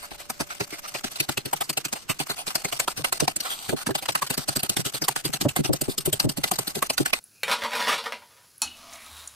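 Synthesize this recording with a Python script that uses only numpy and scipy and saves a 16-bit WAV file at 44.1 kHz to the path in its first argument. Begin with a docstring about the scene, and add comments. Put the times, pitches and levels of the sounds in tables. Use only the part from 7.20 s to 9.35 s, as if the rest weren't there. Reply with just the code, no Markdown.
"""Hot oil sizzles and spits in a small kitchen: each bursting bubble is a tiny pressure impulse.
A slotted ladle rubs and knocks a steel bowl, and crisp fried pieces slide off, tumble and settle.
Their impacts excite the bowl's modes, less strongly as the heap grows. The ladle then clinks on the
pan and stirs the next batch: friction drives the metal, the pan rocks and the oil crackles louder."""
import sys
import numpy as np
from scipy import signal
from scipy.fft import rfft, irfft
from scipy.io import wavfile
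from scipy.ndimage import uniform_filter1d

SR = 44100
rng = np.random.default_rng(int(sys.argv[2]) if len(sys.argv) > 2 else 0)


def wrap_up_sound(samples):
    """Save the sound to the file named by the first command line argument, as 16-bit audio."""
    columns = np.atleast_2d(samples).T
    # keep every value between -1 and 1, then stretch to whole-number steps
    tamed = np.clip(columns, -1, 1)
    steps = np.round(tamed * 32767).astype(np.int16)
    wavfile.write(sys.argv[1], SR, steps)


N = 94815

# Spectral envelopes. Each row: frequency in Hz, relative level in dB.
ROOM_SPECTRUM = [(20, -29), (50, -12), (95, 2), (160, -4.5), (300, -6.5), (600, -10.5), (2000, -21),
                 (15000, -29)]
SIZZLE_SPECTRUM = [(300, -29), (800, -17.5), (1500, 5), (2000, -6.5), (2500, 0), (3200, -3.5), (4600, 5.5),
                   (6500, 5), (8700, -1.5), (10200, 9), (11800, 3.5), (15500, -2)]
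STIRRED_OIL_SPECTRUM = [(200, -15), (600, -5), (1000, 3.5), (2800, 0), (3800, 6.5), (5000, -1), (8500, -1),
                        (10000, -5), (11500, -2.5), (15500, -7.5)]
SCRAPE_SPECTRUM = [(100, -8.5), (190, -16.5), (250, -2), (330, -12.5), (520, -11.5), (680, 4), (900, -3.5),
                   (1260, 5.5), (1600, -22), (2250, -8), (3200, -8.5), (6000, -7.5), (15000, -41)]
CLINK_SPECTRUM = [(60, -28), (220, -9.5), (370, -7), (520, -18), (830, 5.5), (1080, 2), (1450, -0.5),
                  (1850, -10.5), (2600, -3), (4200, -1), (6500, 2.5), (8500, 0), (9900, 6), (11500, -1),
                  (15500, -11)]
KNOCK_SPECTRUM = [(60, -19), (220, -1.5), (330, -9.5), (480, 5.5), (800, -13), (1500, 7.5), (2400, 4),
                  (3100, -1), (4200, -4), (5500, -7.5), (8000, -9), (10500, -4.5), (15500, -13)]
BOWL_SPECTRUM = [(30, -33), (90, -33), (160, -16), (240, -10), (370, -18.5), (460, -3), (1000, 1.5),
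                 (2000, -0.5), (3800, -2), (5500, -5), (6800, -11), (10500, -7.5), (15500, -13.5)]
# Damping of densely spaced modes. Each row: frequency in Hz, time to fall 60 dB (T60) in seconds.
KITCHEN_DECAY = [(150, 0.12), (1000, 0.82), (5000, 0.31), (15000, 0.21)]
PAN_DECAY = [(200, 0.54), (1000, 0.16), (3000, 0.3), (7000, 0.17), (15000, 0.094)]
BOWL_DECAY = [(200, 0.32), (1000, 0.15), (3000, 0.18), (8000, 0.21), (15000, 0.064)]
# Distinct modes of the metal. Each row: frequency in Hz, relative energy in dB, T60 in seconds.
PAN_MODES = [(245, -17, .5), (900, -8, .15), (2562, -0.5, .2), (2950, -10, .5), (3833, -8, .21),
             (4194, 0, .19), (4408, -3, .2), (5443, -7, .15), (5690, -2, .1), (5912, -3, .1),
             (6401, -4, .14), (7076, -1, .13), (9760, -4, .1), (10105, -4, .12)]
LADLE_MODES = [(845, -13, .2), (1161, -12, .1), (1971, -4, .06), (2322, -1, .11), (2445, -2, .2),
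               (2610, -7, .06), (2787, -7, .1), (3055, -7, .25), (3735, -5, .12), (4137, -5, .04),
               (4355, -4, .04), (7144, -15, .13)]
BOWL_MODES = [(231, -11, .28), (460, -8, .2), (556, -8, .28), (587, -4, .28), (975, 2.5, .29),
              (1121, -9, .25), (1243, -10, .25), (1373, -7, .25), (1437, -7, .25), (1900, -9, .22),
              (2143, -7, .24), (2454, -10, .2), (3074, -9, .2), (3277, -10, .22), (3478, -4, .25),
              (3745, -8, .22), (4494, -5, .27), (5658, -10, .2)]
# Oil spitting. Each row: start in seconds, energy in dB, pitch in Hz.
SPITS = [(0.0405, -18.5, 10240), (1.3798, -20.5, 10800), (1.7344, -18.5, 6500), (2.0744, -13.5, 9750),
         (2.0759, -13, 7100)]
# The heavy pan rocking on the stove. Each row: time in seconds, level in dB.
ROCKING = [(1.43, -81), (1.455, -53), (1.52, -65.5), (1.66, -75), (1.74, -70), (1.87, -69), (1.93, -53),
           (2.0, -59), (2.15, -67)]
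# Stirring. Each row: time in seconds, relative scrape level in dB, level of the stirred oil in dB.
STIRRING = [(1.40, -74, -61), (1.57, -50, -55), (1.595, -46.5, -54.5), (1.65, -43, -58.5),
            (1.70, -44.5, -55.5), (1.735, -43, -45), (1.79, -52.5, -54), (1.85, -47.5, -48.5),
            (1.90, -49, -52), (1.97, -55, -46.5), (2.05, -51, -50.5), (2.10, -68, -55), (2.15, -55, -58)]
# Strokes of the ladle's edge over metal.
# Each row: start in seconds, length in seconds, level in dB, resonance in Hz, bandwidth in Hz.
RUBS = [(0.09, 0.56, -58.5, 2510, 350), (1.466, 0.12, -49, 2920, 70), (1.468, 0.11, -57, 2620, 50),
        (1.578, 0.16, -64, 1330, 350), (1.65, 0.2, -59, 663, 49.5), (1.668, 0.28, -51.5, 2200, 800),
        (1.867, 0.22, -53, 3800, 546)]
# Blows of the ladle on the pan. Each row: start in seconds, relative level in dB, treble cutoff in Hz.
CLINKS = [(1.4187, 7, 16700), (1.4194, -14, 11700)]
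# Heaps dropping into the bowl. Each row: start in seconds, length in seconds, level in dB, pitch in Hz.
THUDS = [(.297, 0.027, -44.5, 190), (0.425, 0.026, -49.5, 97.4)]
# Pieces sliding over steel. Each row: time in seconds, relative level in dB.
SLIDING = [(.27, -35), (.31, -25), (.345, -43.5), (.39, -39), (.44, -40), (.495, -39), (.56, -31.5),
           (.63, -29.5), (.665, -32), (.70, -22.5), (.74, -34), (.80, -50.5), (.84, -36), (.89, -43),
           (.96, -53), (1.07, -57.5), (1.14, -54.5), (1.22, -61.5), (1.245, -59), (1.32, -69)]
# Clumps of pieces landing. Each row: start in seconds, relative level in dB,
# time constant of the scatter in seconds, treble cutoff in Hz, knock pitch in Hz.
LANDINGS = [(0.2802, 1.5, 0.0064, 1700, 1500), (0.2908, -1.5, 0.0087, 2460, 1770),
            (.305, -18, 0.0037, 11600, 960), (0.3131, 5.5, 0.011, 7300, 3900),
            (0.327, 1, 0.0071, 8750, 3700), (.338, -1, 0.0029, 2480, 1000),
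            (0.4191, 0.5, 0.0041, 1780, 1574), (0.436, 0, 0.0051, 4870, 940),
            (0.448, 3.5, 0.0055, 1150, 850), (0.517, -3, 0.013, 2500, 2200), (0.532, 2, 0.0091, 2390, 1860),
            (0.552, 0, 0.016, 12200, 2390), (.593, 4, 0.035, 3470, 1530), (0.672, 3, 0.0047, 2530, 1470),
            (0.68, 5.5, 0.0056, 3100, 2050), (.692, 6, 0.0036, 4750, 1210), (0.717, 3.5, 0.018, 3580, 2260),
            (.729, -0.5, 0.0036, 5230, 2140), (0.74, -0.5, 0.012, 3520, 3500),
            (.779, -1, 0.013, 3960, 3670), (0.859, 2.5, 0.0033, 1630, 1140), (0.9227, 0, 0.002, 1880, 2250),
            (1.02, -16, 0.0091, 814, 950)]

TIME = np.arange(N) / SR
KNOCK_S = 0.2328  # the ladle meets the bowl


def amp(db):
    """Amplitude grows tenfold for every 20 dB."""
    return 10 ** (np.asarray(db) / 20)


def unit_rms(x):
    """Normalisation to a mean power of 1."""
    return x / np.sqrt(np.mean(x ** 2) + 1e-20)


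def unit_energy(x):
    """Normalisation to a total energy of 1."""
    return x / np.sqrt(np.sum(x ** 2) + 1e-20)


def at_frequency(points, hz):
    """Interpolation on a logarithmic frequency axis."""
    freqs, values = np.transpose(points)
    return np.interp(np.log(hz + 1), np.log(freqs + 1), values)


def envelope(rows, column=1):
    """Amplitude envelope, linear in dB between rows and silent before the first."""
    rows = np.array(rows)
    return amp(np.interp(TIME, rows[:, 0], rows[:, column], left=-200))


def arch(start, length):
    """A half-sine envelope rises and falls once."""
    return np.sin(np.pi * np.clip((TIME - start) / length, 0, 1))


def add(mix, start, sound):
    """Superposition: a sound joins the mix at its start in seconds."""
    part = mix[round(start * SR):][:len(sound)]
    part += sound[:len(part)]


def convolve(x, response):
    """A linear system convolves its input with its impulse response."""
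    return signal.fftconvolve(x, response)[:N]


def colour(x, spectrum):
    """A minimum-phase filter of unit energy imposes a spectral envelope."""
    hz = abs(np.fft.fftfreq(4096, 1 / SR))
    log_gain = np.log(amp(at_frequency(spectrum, hz)))
    response = np.fft.ifft(np.exp(np.conj(signal.hilbert(log_gain)))).real
    return convolve(x, unit_energy(response[:2048]))


def lowpass(x, hz):
    """A one-pole filter removes treble, as a soft contact does."""
    pole = np.exp(-2 * np.pi * hz / SR)
    return signal.lfilter([1 - pole], [1, -pole], x)


def resonate(x, hz, width_hz, stages=1):
    """Resonators in series each pass a band around hz at unit gain."""
    carrier = np.exp(2j * np.pi * hz * np.arange(1, len(x) + 1) / SR)
    for _ in range(stages):
        x = 2 * (carrier * lowpass(x / carrier + 1e-18, width_hz / 2)).real
    return x


def whiten(x):
    """Dividing a burst by its smoothed spectrum removes its broad colour."""
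    spectrum = rfft(x, 2 * len(x))
    power = uniform_filter1d(abs(spectrum) ** 2, 128)
    return unit_energy(irfft(spectrum / np.sqrt(power + 1e-12))[:len(x)])


def clicks(per_s, spread_db, size=N):
    """A Poisson process: independent impulses of uneven strength."""
    strength = amp(spread_db * np.minimum(rng.exponential(1, size), 4))
    return strength * rng.choice([-1., 1.], size) * (rng.random(size) < per_s / SR)


def noise_burst(decay_s, size):
    """White noise decays exponentially with time constant decay_s."""
    return rng.standard_normal(size) * np.exp(-np.arange(size) / SR / decay_s)


def dense_ring(decay):
    """Overlapping modes merge into noise, each band dying at its own rate."""
    hz, t, bands = signal.stft(rng.choice([-1., 1.], SR // 2), SR, nperseg=256)
    bands = bands * amp(-60 * t / at_frequency(decay, hz)[:, None])
    return unit_energy(signal.istft(bands, SR, nperseg=256)[1])


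def modal_ring(modes):
    """Free vibration is a sum of damped sinusoids, here of alternating sign."""
    t = np.arange(SR) / SR
    partials = (amp(db) * unit_energy(amp(-60 * t / t60) * np.cos(2 * np.pi * hz * t)) * (-1) ** k
                for k, (hz, db, t60) in enumerate(modes))
    return unit_energy(sum(partials))


def moving_ring(force, decay, cycles_per_s, count=3):
    """The response depends on the point of contact, so moving contacts crossfade dense rings."""
    angles = np.pi * (cycles_per_s * TIME + np.arange(count)[:, None] / count)
    weights = np.cos(angles) * np.sqrt(2 / count)
    return sum(convolve(force * weight, dense_ring(decay)) for weight in weights)


def room_tone():
    """Stationary noise, strongest in the bass, forms the noise floor."""
    return amp(-68.5) * unit_rms(colour(rng.standard_normal(N), ROOM_SPECTRUM))


def oil_spits(t60=0.015, size=2048):
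    """Each spit is a transient of quickly decaying band-limited noise."""
    spits = np.zeros(N)
    for start, db, hz in SPITS:
        burst = rng.standard_normal(size) * amp(-60 * TIME[:size] / t60)
        add(spits, start, amp(db) * unit_energy(resonate(burst, hz, width_hz=1430, stages=2)))
    return spits


def frying_oil(bubbles_per_s=3000):
    """Bursting bubbles make shot noise, louder when stirred; the kitchen adds reverberation."""
    stirred = envelope(STIRRING, column=2)
    fizz = amp(-60) * unit_rms(colour(clicks(bubbles_per_s, spread_db=0.33), SIZZLE_SPECTRUM))
    fizz += stirred * unit_rms(colour(clicks(bubbles_per_s, spread_db=3.5), STIRRED_OIL_SPECTRUM))
    crackle = resonate(clicks(per_s=280, spread_db=3), hz=10000, width_hz=900, stages=2)
    fizz += amp(-8) * stirred * unit_rms(crackle)
    spits = oil_spits()
    reverberation = convolve(amp(-5) * fizz + amp(-11) * spits, dense_ring(KITCHEN_DECAY))
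    return fizz + spits + reverberation


def pan_rocking(hz=74.4, waver_rad=0.53):
    """The pan rocks under the ladle: a low oscillation with random phase modulation."""
    drift = unit_rms(lowpass(lowpass(rng.standard_normal(N), 9.7), 9.9))
    return np.sqrt(2) * np.sin(2 * np.pi * hz * TIME + waver_rad * drift) * envelope(ROCKING)


def ladle_stirring(touch_s=1.4775, touch_hz=2856, touch_t60=0.042):
    """Stick-slip friction drives the pan's modes; one touch on its wall rings briefly."""
    slips = clicks(per_s=900, spread_db=3.2)
    scrape = colour(slips + moving_ring(slips, PAN_DECAY, cycles_per_s=2.96), SCRAPE_SPECTRUM)
    scrape += amp(-17) * convolve(slips, modal_ring(PAN_MODES))
    out = amp(-4.5) * unit_rms(scrape) * envelope(STIRRING)
    add(out, touch_s, amp(-13.5) * modal_ring([(touch_hz, 0, touch_t60)]))
    return out


def ladle_rubs():
    """Friction: tiny slips of metal on metal excite one resonance for each stroke."""
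    out = np.zeros(N)
    for start, length, db, hz, width_hz in RUBS:
        slips = clicks(per_s=1500, spread_db=1.5)
        out += amp(db) * arch(start, length) * unit_rms(resonate(slips, hz, width_hz, stages=2))
    return out


def metal_contact(chatter_s, chatter_db):
    """The force of a hard impact is an impulse and a few milliseconds of chatter."""
    force = amp(chatter_db) * unit_energy(noise_burst(chatter_s, 2048))
    force[0] += 1
    return unit_energy(force)


def ladle_clink():
    """The empty ladle's impact and rebound set the pan into free vibration."""
    blows = np.zeros(N)
    for start, db, cutoff_hz in CLINKS:
        add(blows, start, amp(db) * lowpass(signal.unit_impulse(64), cutoff_hz))
    crack = convolve(blows, metal_contact(chatter_s=0.0011, chatter_db=36))
    dense = convolve(blows, dense_ring(PAN_DECAY))
    body = colour(amp(-3.5) * crack + amp(-5) * dense, CLINK_SPECTRUM)
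    return body + amp(-3) * convolve(blows, modal_ring(PAN_MODES))


def ladle_knock():
    """A collision excites the modes of both bodies, the loaded ladle and the bowl."""
    body, partials = np.zeros(N), np.zeros(N)
    add(body, KNOCK_S, metal_contact(chatter_s=0.0035, chatter_db=15))
    add(body, KNOCK_S, amp(-3) * dense_ring(BOWL_DECAY))
    add(partials, KNOCK_S, amp(0.5) * modal_ring(LADLE_MODES) + amp(-19) * modal_ring(BOWL_MODES))
    return amp(2) * partials + colour(body, KNOCK_SPECTRUM)


def bowl_thuds():
    """Dropping heaps force the bowl through a few cycles of low vibration."""
    return sum(amp(db) * arch(start, length) * np.sin(2 * np.pi * hz * (TIME - start))
               for start, length, db, hz in THUDS)


def clump_contacts(scatter_s, size, first_share=0.32):
    """Impact energy divides between a firm contact and a dying scatter; each contact crumbles."""
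    crunch = noise_burst(0.28 * scatter_s, size)
    scatter = clicks(per_s=1500, spread_db=3.2, size=size) * np.exp(-TIME[:size] / scatter_s)
    contacts = np.sqrt(1 - first_share) * unit_energy(scatter)
    contacts[0] += np.sqrt(first_share)
    return whiten(convolve(unit_energy(contacts), crunch)[:size])


def piece_force(contacts, cutoff_hz, knock_hz, q=3.4):
    """A piece's compliance dulls its contacts, and its damped resonance adds a short knock."""
    return lowpass(contacts, cutoff_hz) + resonate(contacts, knock_hz, knock_hz / q)


def fried_pieces(heap_db_per_s=10, size=4096):
    """Sliding and landing pieces excite the bowl; damping by the growing heap fades its clear modes."""
    force = lowpass(unit_rms(clicks(per_s=1100, spread_db=4.8)), 5700) * envelope(SLIDING)
    firm_force = force.copy()
    for start, db, scatter_s, cutoff_hz, knock_hz in LANDINGS:
        contacts = clump_contacts(scatter_s, size)
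        add(force, start, amp(db - 0.5) * piece_force(contacts, cutoff_hz, knock_hz))
        add(firm_force, start, amp(db - 2) * piece_force(signal.unit_impulse(size), cutoff_hz, knock_hz))
    dense = moving_ring(force, BOWL_DECAY, cycles_per_s=8.98)
    body = colour(amp(-5) * force + amp(-3) * dense, BOWL_SPECTRUM)
    damping = amp(-heap_db_per_s * np.maximum(TIME - KNOCK_S, 0))
    return body + amp(-2) * damping * convolve(firm_force, modal_ring(BOWL_MODES))


def scene(side_db=-15):
    """The sources superpose at the centre; a faint difference signal widens the pan's treble."""
    room = room_tone()
    pan = ladle_clink() + ladle_stirring() + pan_rocking() + frying_oil()
    mid = room + pan + ladle_rubs() + ladle_knock() + bowl_thuds() + fried_pieces()
    treble = pan - lowpass(pan, 19000)
    flutter = unit_rms(lowpass(rng.standard_normal(N), 190))
    side = amp(side_db) * treble * flutter
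    return np.array([mid + side, mid - side])


def record(dry):
    """A linear-phase low-pass filter limits the bandwidth."""
    taps = signal.firwin(511, cutoff=15780, window=("kaiser", 9), fs=SR)
    return signal.oaconvolve(dry, taps[None], "same")


dry = scene()
out = record(dry)
wrap_up_sound(out)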